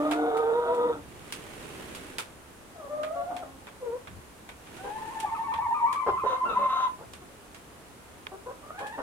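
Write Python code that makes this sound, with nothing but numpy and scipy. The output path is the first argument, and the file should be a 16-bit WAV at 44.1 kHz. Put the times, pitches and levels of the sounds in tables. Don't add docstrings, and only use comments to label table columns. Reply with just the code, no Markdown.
import sys
import numpy as np
from scipy import signal
from scipy.fft import rfft, irfft, next_fast_len
from scipy.io import wavfile
from scipy.ndimage import map_coordinates

SR = 44100
rng = np.random.default_rng(int(sys.argv[2]) if len(sys.argv) > 2 else 0)


def waveform_to_disk(signal):
    frames = np.transpose(np.atleast_2d(signal))
    scaled = np.clip(frames, -1, 1) * 32767
    samples = np.round(scaled).astype(np.int16)
    wavfile.write(sys.argv[1], SR, samples)


N = 397778

# (time [s], pitch [Hz], level of the fundamental [dB])
WHINE_PATH = [(4.78, 745, -53), (4.921, 857, -39), (5.081, 887, -41.5), (5.24, 886.4, -34),
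              (5.801, 937.4, -28), (5.901, 1001, -25), (6.159, 1045, -32), (6.62, 1043, -28.5),
              (6.885, 1039, -32)]
# (time [s], length [s], leap [ratio of its pitch])
SQUEAKS = [(4.975, 0.035, 1.25), (5.103, 0.038, 1.16), (5.257, 0.05, 1.36), (5.346, 0.0355, 1.5),
           (5.436, 0.04, 1.33), (5.517, .034, 1.38), (5.608, 0.056, 1.3), (5.742, 0.064, 1.39),
           (5.858, .066, 1.19), (5.951, .06, 1.17), (6.173, .046, 1.35), (6.451, .1, 1.39)]
PUSH_TIMES_S = [5.255, 5.59, 5.737, 5.835, 6.281, 6.585, 6.845]
# (time [s], length [s], level [dB])
WHINE_RASPS = [(6.25, 0.15, -40.5), (6.48, .24, -43), (6.68, 0.226, -38)]
# (time [s], length [s], first [Hz], middle [Hz], last [Hz],
# level [dB], attack [s], release [s], overtones [dB], roughness [0-1])
MOANS = [(0, 0.35, 289, 302.8, 291, -29.5, 0.0012, 0.15, -9.5, 0.03),
         (0, 0.11, 596, 607, 630, -30.5, 0.0033, 0.031, 1, 0.18),
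         (.09, .44, 685, 738, 787, -35, 0.026, 0.086, 5.5, 0.2),
         (.1, 0.253, 431, 460, 459, -30, 0.15, .04, -13.5, .08),
         (.32, .61, 444.6, 474.5, 477, -27.5, 0.029, 0.026, -6, 0.11),
         (.74, 0.28, 285, 296, 304.5, -39.5, .16, 0.058, -4, 0.31)]
# (time [s], length [s], first [Hz], middle [Hz], last [Hz],
# level [dB], attack [s], release [s], overtones [dB], roughness [0-1])
CROONS = [(2.74, .17, 750, 590, 565, -47, .03, 0.015, -0.5, 0.21),
          (2.89, 0.24, 597, 613, 629.4, -34, 0.02, 0.022, -5.5, 0.1),
          (3.1, 0.44, 648, 722, 719, -35, .05, 0.29, -5.5, 0.13),
          (2.65, 1.2, 273.4, 268.5, 269, -56.5, 0.19, .5, 2, .14),
          (3.79, .21, 570, 463, 579, -35, 0.065, 0.076, -9.5, 0.17),
          (6.46, 0.2416, 250, 207.8, 234.4, -49.5, .05, 0.061, -0.5, .3),
          (8.61, 0.1247, 642, 583, 663, -52.5, 0.033, 0.02, 9, 0.44),
          (8.71, 0.3, 679, 865, 885, -44.5, 0.089, .005, 17.5, 0.31)]
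# (time [s], length [s], level [dB])
MOAN_RASPS = [(0, 1.0, -36)]
# (time [s], length [s], pitch [Hz], glide [share of pitch], level [dB],
# roughness [0-1])
CLUCKS = [(0.656, 0.078, 667, -0.1, -34.5, 0.27), (3.152, 0.074, 567.4, -0.0039, -36.5, 0.06),
          (3.297, 0.058, 295, -0.15, -44, 0.56), (3.418, 0.029, 648, -0.21, -39.5, 0.33),
          (4.832, 0.07, 501, -0.08, -42.5, 0.62), (6.059, 0.0523, 424, -0.43, -27.5, 0.71),
          (6.231, .044, 466.4, 0.19, -30.5, 0.59), (6.286, 0.063, 513, -.08, -34, 0.2),
          (6.431, 0.1078, 471.6, .2, -39.5, .88), (6.581, 0.093, 570.4, .03, -36.5, 0.3),
          (6.982, 0.0721, 380, -0.195, -48.5, 0.8), (7.212, 0.029, 366, -0.11, -51.5, 0),
          (8.311, 0.0529, 382.4, .05, -43.5, 0.34), (8.456, 0.067, 512, .14, -40, 0.33),
          (8.795, .062, 514, -.04, -41.5, 0.7), (8.972, .05, 538, -0.14, -36.5, 0.68)]
# (frequency [Hz], level [dB])
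OVERTONES = [(300, 4.5), (600, -1.5), (950, -2.5), (1230, -6.5), (1480, -19.5), (1900, -27), (3000, -40.5),
             (3650, -42), (4500, -60)]
# (frequency [Hz], level [dB])
BEAK_SHUT = [(170, -17), (300, 2), (460, -3), (680, 3.5), (1050, -4), (1270, 4.5), (1600, -13.5),
             (2100, -20), (3000, -28), (3650, -12.5), (4500, -59)]
# (frequency [Hz], level [dB])
BEAK_OPEN = [(250, -38), (720, 0), (1050, -20), (1350, 4.5), (1600, -13), (2400, -21), (2750, -11.5),
             (3200, -23.5), (3800, -9.5), (4600, -40), (6500, -27), (10000, -76)]
# (frequency [Hz], level [dB])
CLUCK_THROAT = [(150, -15), (400, -1.5), (1000, -4), (1400, -11), (2000, -28.5), (5000, -37.5),
                (10000, -78)]
# (frequency [Hz], t60 [s])
COOP_T60 = [(300, 0.25), (2000, 0.24), (10000, 0.063)]
# (time [s], level [dB], knock relative to it [dB])
TICKS = [(.112, -25.5, -7), (0.37, -33.5, -11), (.746, -38, -27), (1.324, -22.5, -20), (1.949, -28, -21),
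         (2.184, -20, -14), (3.033, -37, -2), (3.366, -34.5, -10), (3.669, -56, 10.5), (4.072, -53, 8),
         (4.49, -40.5, -5.5), (4.668, -53, 1), (4.767, -39.5, -11), (5.201, -27.5, -21),
         (5.539, -43.5, 4.5), (5.928, -30.5, -10.5), (7.135, -34.5, -15), (7.546, -37, -13.5),
         (8.791, -37, -5.5), (8.869, -36.5, -19)]
# (time [s], level [dB])
BEAK_SNAPS = [(8.268, -26)]
# (frequency [Hz], level [dB])
CLAW = [(900, -24), (1700, -15.5), (2600, -4), (6000, -13), (9000, -9.5), (15500, -25.5)]
# (frequency [Hz], width [Hz], level [dB])
PERCH_MODES = [(450, 170, 1), (1040, 480, 4), (1535, 570, 4), (2320, 340, 3), (3450, 600, -4)]
# (time [s], length [s], level [dB], rise [s])
STIRS = [(0, 0.41, -52, 0.0049), (.85, 1.585, -50, 0.84), (4.563, 1.05, -54.5, 0.26)]
# (frequency [Hz], level [dB])
FEATHERS = [(60, -7.5), (400, -0.5), (650, -9), (2800, -12), (5000, -23.5), (9500, -20.5), (15500, -34)]
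# (frequency [Hz], level [dB])
AIR = [(22, -18), (60, -1.5), (130, -7), (250, -6), (1150, -12), (2500, -20.5), (5000, -26), (9600, -23.5),
       (15800, -34.5)]
# (time [s], length [s], level [dB])
BUMPS = [(0.876, 0.39, -52.5), (4.061, .18, -47.5), (5.52, .204, -51), (6.073, .15, -48), (6.948, .25, -55)]
# (frequency [Hz], correlation [-1 to 1])
ALIKE = [(300, 0.74), (1000, 0.13), (3000, 0.0047)]

PUSH_S, PUSH_DB, PUSH_SAG_HZ = 0.0748, 6.5, 23.98
PURER_DB_PER_DB = 0.58
LANDING_RATIO, SQUEAK_DB = 1.17, -7
SCOOP_SHARE, SCOOP_S = 0.117, 0.0068
LIFT_SHARE = .07
GIVE_WAY_DB_PER_S = 135
WAVER_SHARE, WAVER_KNOTS_PER_S = 0.00506, 16.7
RASP_ATTACK_S, RASP_RELEASE_S = 0.02, 0.083
SETTLE_S, RESTING_DB = 0.51, -63
TOP_HZ = 15850


def amp(db):
    return 10 ** (np.asarray(db) / 20)


def unit(x):
    return x / np.sqrt(np.mean(x ** 2) + 1e-20)


def along(points, hz):
    point_hz, values = np.transpose(points)
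    return np.interp(np.log(hz + 1), np.log(point_hz + 1), values)


def add(track, start_s, x):
    start = max(round(start_s * SR), 0)
    part = track[..., start:start + x.shape[-1]]
    part += x[..., :part.shape[-1]]


def wobble(knots_per_s, size):
    knots = rng.standard_normal(int(size * knots_per_s / SR) + 4)
    return map_coordinates(knots, [np.arange(size) * knots_per_s / SR], mode="mirror")


def envelope(size, attack_s, release_s):
    t = np.arange(size) / SR
    ramp = np.minimum(t / attack_s, (t[-1] - t) / release_s)
    return np.sin(np.pi / 2 * np.clip(ramp, 0, 1)) ** 2


def fade(size, edge_s):
    return envelope(size, edge_s, edge_s)


def filtered(x, response):
    size = x.shape[-1]
    padded_size = next_fast_len(size + 4096)
    spectrum = rfft(x, padded_size) * response(np.fft.rfftfreq(padded_size, 1 / SR))
    return irfft(spectrum, padded_size)[..., :size]


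def coloured(x, spectrum):
    return unit(filtered(x, lambda hz: amp(along(spectrum, hz))))


def syrinx(pitch_hz, rough):
    size = len(pitch_hz)
    quaver = .035 * np.sqrt(rough) * wobble(55, size)
    jitter = .09 * rough * wobble(420, size)
    return 2 * np.pi * np.cumsum(pitch_hz * (1 + quaver + jitter)) / SR


def puffs(phase, throat):
    return coloured(rng.standard_normal(len(phase)) * (1 + np.cos(phase)) ** 2, throat)


def call(pitch_hz, rough, overtone_db, flutter_db):
    size = len(pitch_hz)
    phase = syrinx(pitch_hz, rough)
    tone = np.sin(phase)
    for k in range(2, 7):
        throat_db = along(OVERTONES, k * pitch_hz) - along(OVERTONES, pitch_hz)
        tone += amp(overtone_db + throat_db + 0.83 * wobble(21, size)) * np.sin(k * phase)
    falter = np.minimum(wobble(70, size), .5)
    flutter = unit(amp(flutter_db * falter + 12 * rough * wobble(280, size)))
    return np.sqrt(2) * tone * flutter


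def whine(rough, overtone_db, flutter_db, squeak_rough, squeak_overtone_db):
    times_s, pitches_hz, levels_db = np.transpose(WHINE_PATH)
    start_s = times_s[0]
    t = np.arange(start_s, times_s[-1], 1 / SR)
    pitch_hz = np.interp(t, times_s, pitches_hz)
    level_db = np.interp(t, times_s, levels_db)
    push, lift, dip_db, squeaks = np.zeros((4, len(t)))
    for s in PUSH_TIMES_S:
        add(push, s - PUSH_S / 2 - start_s, np.hanning(int(PUSH_S * SR)))
    for s, length_s, leap in SQUEAKS:
        size = int(length_s * SR)
        scoop = 1 - SCOOP_SHARE * np.exp(-np.arange(size) / SR / SCOOP_S)
        glide = np.linspace(leap, LANDING_RATIO, size) * scoop
        phase = syrinx(np.interp(s, t, pitch_hz) * glide, squeak_rough)
        window = fade(size, 0.0033)
        tone = np.sin(phase) + amp(squeak_overtone_db) * np.sin(2 * phase)
        squeak_db = np.interp(s, t, level_db) + SQUEAK_DB
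        add(squeaks, s - start_s, amp(squeak_db) * unit(window * tone))
        add(dip_db, s - start_s, GIVE_WAY_DB_PER_S * length_s * window)
        add(lift, s - start_s, LIFT_SHARE * np.hanning(size) ** .5)
    effort_db = level_db + PUSH_DB * push
    bright_db = overtone_db - PURER_DB_PER_DB * (effort_db - level_db.mean())
    low_hz = pitch_hz * (1 + lift) - PUSH_SAG_HZ * push
    low = amp(effort_db - dip_db) * call(low_hz, rough, bright_db, flutter_db)
    out = np.zeros(N)
    add(out, start_s, low * fade(len(t), 0.0053) + squeaks)
    return out


def notes(rows, flutter_db):
    out = np.zeros(N)
    for s, length_s, first_hz, middle_hz, last_hz, db, attack_s, release_s, overtone_db, rough in rows:
        u = np.linspace(-1, 1, int(length_s * SR))
        arc_hz = np.polyval(np.polyfit([-1, 0, 1], [first_hz, middle_hz, last_hz], 2), u)
        pitch_hz = arc_hz * (1 + WAVER_SHARE * wobble(WAVER_KNOTS_PER_S, len(u)))
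        voice = call(pitch_hz, abs(rough), overtone_db, flutter_db)
        add(out, s, amp(db) * envelope(len(u), attack_s, release_s) * voice)
    return out


def rasp(rows, flap_hz, throat, rough):
    out = np.zeros(N)
    for s, length_s, db in rows:
        size = int(length_s * SR)
        phase = syrinx(np.full(size, flap_hz), rough / 3)
        partials = sum(amp(5 * wobble(12, size)) * np.cos(k * phase) for k in range(1, 27))
        pulses = coloured(partials, throat)
        rattle = np.sqrt(1 - rough) * pulses + np.sqrt(rough) * puffs(phase, throat)
        add(out, s, amp(db) * rattle * envelope(size, RASP_ATTACK_S, RASP_RELEASE_S))
    return out


def clucks():
    out = np.zeros(N)
    for s, length_s, hz, glide, db, rough in CLUCKS:
        share = np.clip(rough, 0, 1)
        pitch_hz = hz * (1 + glide * np.linspace(-.5, .5, int(length_s * SR)))
        phase = syrinx(pitch_hz, share)
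        tone = coloured(sum(np.sin(k * phase) / k ** 0.43 for k in range(1, 8)), CLUCK_THROAT)
        note = np.sqrt(1 - share) * tone + share * puffs(phase, CLUCK_THROAT)
        add(out, s, amp(db) * unit(note * fade(len(phase), 0.013)))
    return out


def coop(x, wet_db, pan_db, lag_ms):
    answer, hop = np.zeros((2, N)), SR // 6
    padded = np.pad(x, (0, 2 * hop))
    for start in range(0, N, hop):
        piece = padded[start:start + 2 * hop] * np.hanning(2 * hop)
        if piece.any():
            hz, t, z = signal.stft(rng.standard_normal((2, 2 * hop)), SR, nperseg=256)
            t60_s = np.maximum(along(COOP_T60, hz), .02)[:, None]
            mid, side = signal.istft(z * amp(-60 * t / t60_s), SR, nperseg=256)[1]
            side = 2 * filtered(side, lambda f: f / (f + 600))
            tail = np.array([mid + side, mid - side])
            tail = tail / np.linalg.norm(tail[0])
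            add(answer, start / SR + 0.001967, signal.fftconvolve(piece[None], tail, axes=1))
    sides = np.array([[1], [-1]])
    direct = filtered(x, lambda f: np.exp(1j * np.pi * f * sides * lag_ms / 1000))
    return amp(sides * pan_db / 2) * (direct + amp(wet_db) * answer)


def perch(hz):
    total = 0
    for k, (centre_hz, width_hz, db) in enumerate(PERCH_MODES):
        damping = 1j * hz * width_hz
        total = total + (-1) ** k * amp(db) * damping / (centre_hz ** 2 - hz ** 2 + damping)
    return total


def ticks(claw_db, knock_db, snap_db, scrape_t60_s):
    out, t = np.zeros((2, N)), np.arange(SR // 5) / SR

    def noise():
        return rng.standard_normal((2, len(t)))

    def knock():
        return unit(filtered(noise(), perch))

    for s, db, wood_db in TICKS:
        crack = 0.98 * amp(-60 * t / 0.0039)
        scrape = 0.62 * amp(-60 * t / scrape_t60_s + 2 * wobble(300, len(t)))
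        contact = amp(claw_db) * coloured(noise(), CLAW) + amp(knock_db + wood_db) * knock()
        add(out, s, amp(db) * (crack + scrape) * contact)
    for s, db in BEAK_SNAPS:
        add(out, s, amp(db + snap_db - 60 * t / 0.017) * knock())
    return out * amp([[-1.3], [1.3]])


def rush(spectrum):
    def mid_side(hz):
        turn = np.arccos(np.clip(along(ALIKE, hz), -1, 1)) / 2
        return np.array([np.cos(turn), np.sin(turn)])

    mid, side = filtered(rng.standard_normal((2, N)), mid_side)
    return coloured(np.array([mid + side, mid - side]), spectrum)


def feathers(rustle_db):
    stir = np.full(N, amp(RESTING_DB))
    for s, length_s, db, rise_s in STIRS:
        add(stir, s, amp(db) * envelope(int(length_s * SR), rise_s, SETTLE_S))
    flicker = amp(rustle_db + 1.47 * wobble(220, N))
    return stir * flicker * rush(FEATHERS) * amp([[-1.5], [1.5]])


def grip_bumps():
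    grip = np.zeros(N)
    for s, length_s, db in BUMPS:
        add(grip, s, amp(db) * fade(int(length_s * SR), 0.055))
    return grip * rush([(25, -29), (75, 2.5), (200, -12.0), (900, -70)])


def still_air(air_db):
    return amp(air_db) * rush(AIR)


def scene():
    harsh = .5
    whining = whine(rough=.18, overtone_db=2.2, flutter_db=5, squeak_rough=.24, squeak_overtone_db=-14.5)
    whining += rasp(WHINE_RASPS, 262, BEAK_OPEN, harsh)
    moans = notes(MOANS, flutter_db=2.5) + rasp(MOAN_RASPS, 155, BEAK_SHUT, harsh)
    croons = notes(CROONS, flutter_db=4.0) + clucks()
    hens = coop(whining, wet_db=-2.25, pan_db=1.5, lag_ms=0.098)
    hens += coop(moans, wet_db=-8, pan_db=-0.25, lag_ms=-0.17)
    hens += coop(croons, wet_db=-2.5, pan_db=0.64, lag_ms=-0.13)
    contacts = ticks(claw_db=-8.0, knock_db=7.3, snap_db=1.33, scrape_t60_s=0.17)
    return hens + contacts + feathers(rustle_db=4.53) + grip_bumps() + still_air(air_db=-50.5)


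def record(dry):
    return filtered(dry, lambda hz: hz < TOP_HZ)


dry = scene()
out = record(dry)
waveform_to_disk(out)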